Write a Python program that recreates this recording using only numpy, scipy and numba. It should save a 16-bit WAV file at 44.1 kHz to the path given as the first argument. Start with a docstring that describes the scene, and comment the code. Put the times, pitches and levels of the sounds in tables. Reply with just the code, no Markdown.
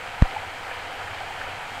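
"""A creek rushes over rock and around a seated person, close to the microphone.
White water is noise in flickering bands; bubbles and spray are swarms of short rising, fading sines.
A pocket gurgles near one pitch with a few large gulps; splashes are noise bursts on the rock.
The chute drones low as swelling narrow-band noise; air rumbles faintly and one puff thumps the microphone."""
import sys
import numpy as np
from scipy import signal
from scipy.fft import rfft, irfft
from scipy.io import wavfile
from scipy.ndimage import uniform_filter1d
from numba import njit

SR = 44100
rng = np.random.default_rng(int(sys.argv[2]) if len(sys.argv) > 2 else 0)


def generate_wav(signal):
    """Clip the signal to [-1, 1] and save it as 16-bit WAV at the path in sys.argv[1]."""
    frames = np.transpose(np.atleast_2d(signal))
    scaled = np.clip(frames, -1, 1) * 32767
    pcm = np.round(scaled).astype(np.int16)
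    wavfile.write(sys.argv[1], SR, pcm)


N = 79380

# relative spectral density of the rushing water: f/Hz, level/dB
RUSH_SPECTRUM = [(150, -15), (300, -10.5), (420, -9), (500, -1.5), (590, -7), (800, 0), (960, 0),
                 (1100, -6), (1330, -0.5), (1650, -2), (1900, -4), (2350, -3), (2750, -7.5), (3150, -6.5),
                 (3550, -14.5), (4300, -15.5), (5600, -21.5), (8000, -21.5), (9800, -29), (12000, -30),
                 (15500, -39)]
BUBBLE_RISE_SHARE = 0.08  # pitch climb over one ring


def undb(db):
    """Decibels to amplitude gain."""
    return 10 ** (np.asarray(db) / 20)


def level(x, db):
    """Scale to an rms level in dB re 1."""
    return x * undb(db) / np.sqrt(np.mean(x ** 2))


def colour(x, points):
    """Filter by gain points (Hz, dB), interpolated over log frequency."""
    hz, db = np.array(points).T
    f_hz = np.arange(N // 2 + 1) * SR / N
    gain = undb(np.interp(np.log(f_hz + 1), np.log(hz), db))
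    return irfft(rfft(x) * gain, N)


def band(hz, width_hz):
    """Noise around one resonance, rms 1; the width is between the -6 dB points."""
    f_hz = np.arange(N // 2 + 1) * SR / N
    resonance = 1 + ((f_hz - hz) / (width_hz / 2)) ** 2
    return level(irfft(rfft(rng.standard_normal(N)) / resonance, N), 0)


def walk(rate_hz):
    """Smooth random drift, rms 1: random steps at the given rate, averaged twice."""
    k = int(SR / rate_hz)
    steps = np.repeat(rng.standard_normal(N // k + 1), k)
    smooth = uniform_filter1d(uniform_filter1d(steps, k), k)
    return level(smooth[:N], 0)


def envelope(t, attack_s, hold_s, release_s):
    """Linear rise, hold, exponential fall."""
    rise = np.clip(t / attack_s, 0, 1)
    return rise * np.exp(-np.maximum(t - attack_s - hold_s, 0) / release_s)


@njit
def ring(start, hz, size, cycles, rise):
    """Each bubble is a sine that climbs in pitch and fades by 50 dB over its cycles."""
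    out = np.zeros(N)
    for k in range(len(start)):
        n = int(cycles * SR / hz[k]) + 2
        phase = 0.
        for i in range(n):
            phase += 2 * np.pi * hz[k] * (1 + rise * i / n) / SR
            # tails past the end wrap to the start
            out[(int(start[k] * N) + i) % N] += size[k] * np.exp(-5.76 * i / n) * np.sin(phase)
    return out


def swarm(per_s, low_hz, high_hz, cycles, spread_db):
    """Bubbles at random moments and log-even pitches, many faint and a few strong."""
    when, pitch, strength = rng.random((int(per_s * N / SR), 3)).T
    hz = low_hz * (high_hz / low_hz) ** pitch
    # size ~ pitch offsets the shorter, sparser high rings: even spectrum
    size = undb(-spread_db * np.log(np.maximum(strength, .003))) * hz
    return ring(when, hz, size, float(cycles), float(BUBBLE_RISE_SHARE))


def air_rumble():
    """Air rumbling on the microphone: faint, low-weighted noise."""
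    # relative spectral density of the rumble: f/Hz, level/dB
    rumble_spectrum = [(10, -6), (32, -1.5), (60, -9.5), (130, -7.5), (250, -22.5), (600, -33),
                       (5000, -100)]
    return level(colour(rng.standard_normal(N), rumble_spectrum), -52)


def chute(t):
    """The cloud of bubbles under the chute drones as a whole, swelling and ebbing."""
    # swelling of the drone: t/s, level/dB
    drone_swell = [(0, -59), (0.29, -52), (0.40, -46), (0.55, -46), (0.63, -54), (0.8, -49.5), (0.9, -55),
                   (1.02, -50.5), (1.2, -48), (1.31, -56), (1.39, -44), (1.48, -53), (1.55, -49.5),
                   (1.63, -62), (1.8, -52)]
    gain = undb(np.interp(t, *np.array(drone_swell).T))
    return gain * band(hz=92.8, width_hz=17.5)


def puff(t):
    """Pressure builds, hits and drops into suction; a high-pass makes it swing back."""
    puff_s, gain_db, lead_share = .2224, 0.05, 0.57
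    build_s, hold_s, release_s = 0.0019, 0.00198, 0.00065
    suction_share, suction_s = 0.37, 0.0039
    flutter_share, flutter_hz, flutter_width_hz = 0.048, 1400, 3000
    mic_low_hz = 12

    age = t - puff_s
    after = np.maximum(age - hold_s, 0)
    build = lead_share * np.exp(-abs(age) / build_s)
    push = np.where(age < 0, build, np.exp(-after / release_s))
    push = push * (1 + flutter_share * band(flutter_hz, flutter_width_hz))  # turbulence
    suction = suction_share * after / suction_s * np.exp(1 - after / suction_s)
    highpass = signal.butter(2, mic_low_hz, "high", fs=SR, output="sos")
    thump = signal.sosfilt(highpass, push - suction)
    thump = colour(thump, [(300, -1), (1300, 2.0), (5000, -6.5), (15000, -16)])
    return undb(gain_db) * thump


def spray():
    """Fine droplets and bursting foam: a dense swarm of very short high rings."""
    drops = swarm(per_s=5700, low_hz=3000, high_hz=12000, cycles=3.2, spread_db=4)
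    return level(colour(drops, RUSH_SPECTRUM), -53)


def splashes(t):
    """Short slaps of water on the rock: bursts of band noise."""
    # splashes: t/s, centre f/Hz, level/dB
    slaps = [(0.71, 1690, -31), (0.8756, 2000, -39), (1.0166, 1340, -35.5), (1.074, 1880, -35),
             (1.4118, 1640, -29.5), (1.47, 1250, -38)]
    width_hz, attack_s, hold_s, release_s = 380, .001, 0.0056, 0.0033
    out = np.zeros(N)
    for start_s, hz, db in slaps:
        shape = envelope(t - start_s, attack_s, hold_s, release_s)
        out = out + undb(db) * band(hz, width_hz) * shape
    return out


def gulps(t):
    """Large gulps of air in the pocket: short sines that climb in pitch."""
    # gulps: t/s, pitch f/Hz, level/dB
    gulp_events = [(0.252, 727, -26), (0.287, 760, -33), (0.343, 752, -29.5), (0.362, 827, -22.5),
                   (0.429, 744, -31), (1.207, 764, -28.5), (1.231, 694, -31), (1.303, 775, -29.5)]
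    attack_s, hold_s, release_s, rise_per_s = 0.0022, 0.0069, 0.0043, 3.6
    out = np.zeros(N)
    for start_s, hz, db in gulp_events:
        age = t - start_s
        tone = np.sin(2 * np.pi * hz * (age + rise_per_s * age ** 2 / 2))
        out = out + undb(db) * tone * envelope(age, attack_s, hold_s, release_s)
    return out


def pocket(flow_db):
    """Large bubbles of like size gurgle in a pocket of water, louder with the current."""
    centre_hz, scatter_share, per_s, cycles = 750.3, 0.083, 260, 25.3
    flow_slope = 1.9  # dB of gurgle per dB of current
    when, pitch, size = rng.random((int(per_s * N / SR), 3)).T
    hz = centre_hz * (1 + scatter_share * (2 * pitch - 1))
    gurgle = ring(when, hz, size, float(cycles), float(BUBBLE_RISE_SHARE))
    return level(gurgle, -43) * undb(flow_slope * flow_db)


def bubbles():
    """Small bubbles ringing in the near current."""
    rings = swarm(per_s=4500, low_hz=440, high_hz=4950, cycles=10.8, spread_db=2)
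    return level(colour(rings, RUSH_SPECTRUM), -39)


def wash():
    """White water: a smooth roar whose half-octave bands flicker on their own."""
    flicker_db, flicker_rate_hz = 0.7, 28
    f_hz = np.arange(N // 2 + 1) * SR / N
    place = 2 * np.log2(np.maximum(f_hz, 1) / 125)  # half octaves above 125 Hz
    noise = rfft(rng.standard_normal(N))
    roar = np.zeros(N)
    for k in range(16):
        part = irfft(noise * np.maximum(1 - abs(place - k), 0), N)
        roar = roar + part * undb(flicker_db * walk(flicker_rate_hz))
    return level(colour(roar, RUSH_SPECTRUM), -38)


def scene():
    """The surging current with its gurgles and splashes, and the air at the microphone."""
    # strength of the current: t/s, level/dB
    flow = [(0, -1.3), (0.17, -0.9), (0.3, 1.5), (0.55, -0.8), (0.72, 0.64), (0.9, 0.5), (1.03, 0.46),
            (1.2, 0.7), (1.38, 0), (1.49, 1.5), (1.58, -0.4), (1.8, 0.4)]
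    t = np.arange(N) / SR
    flow_db = np.interp(t, *np.array(flow).T)
    air = air_rumble() + puff(t)
    current = wash() * undb(flow_db / 2) + bubbles() * undb(0.99 * flow_db) + spray()
    mix = air + chute(t) + splashes(t) + gulps(t) + pocket(flow_db) + current
    return mix[None]


def record(dry):
    """The recorder cuts the top: a steep elliptic low-pass."""
    lowpass = signal.ellip(10, .1, 80, 15800, fs=SR, output="sos")  # .1 dB ripple, 80 dB stop, Hz
    return signal.sosfilt(lowpass, dry)


dry = scene()
out = record(dry)
generate_wav(out)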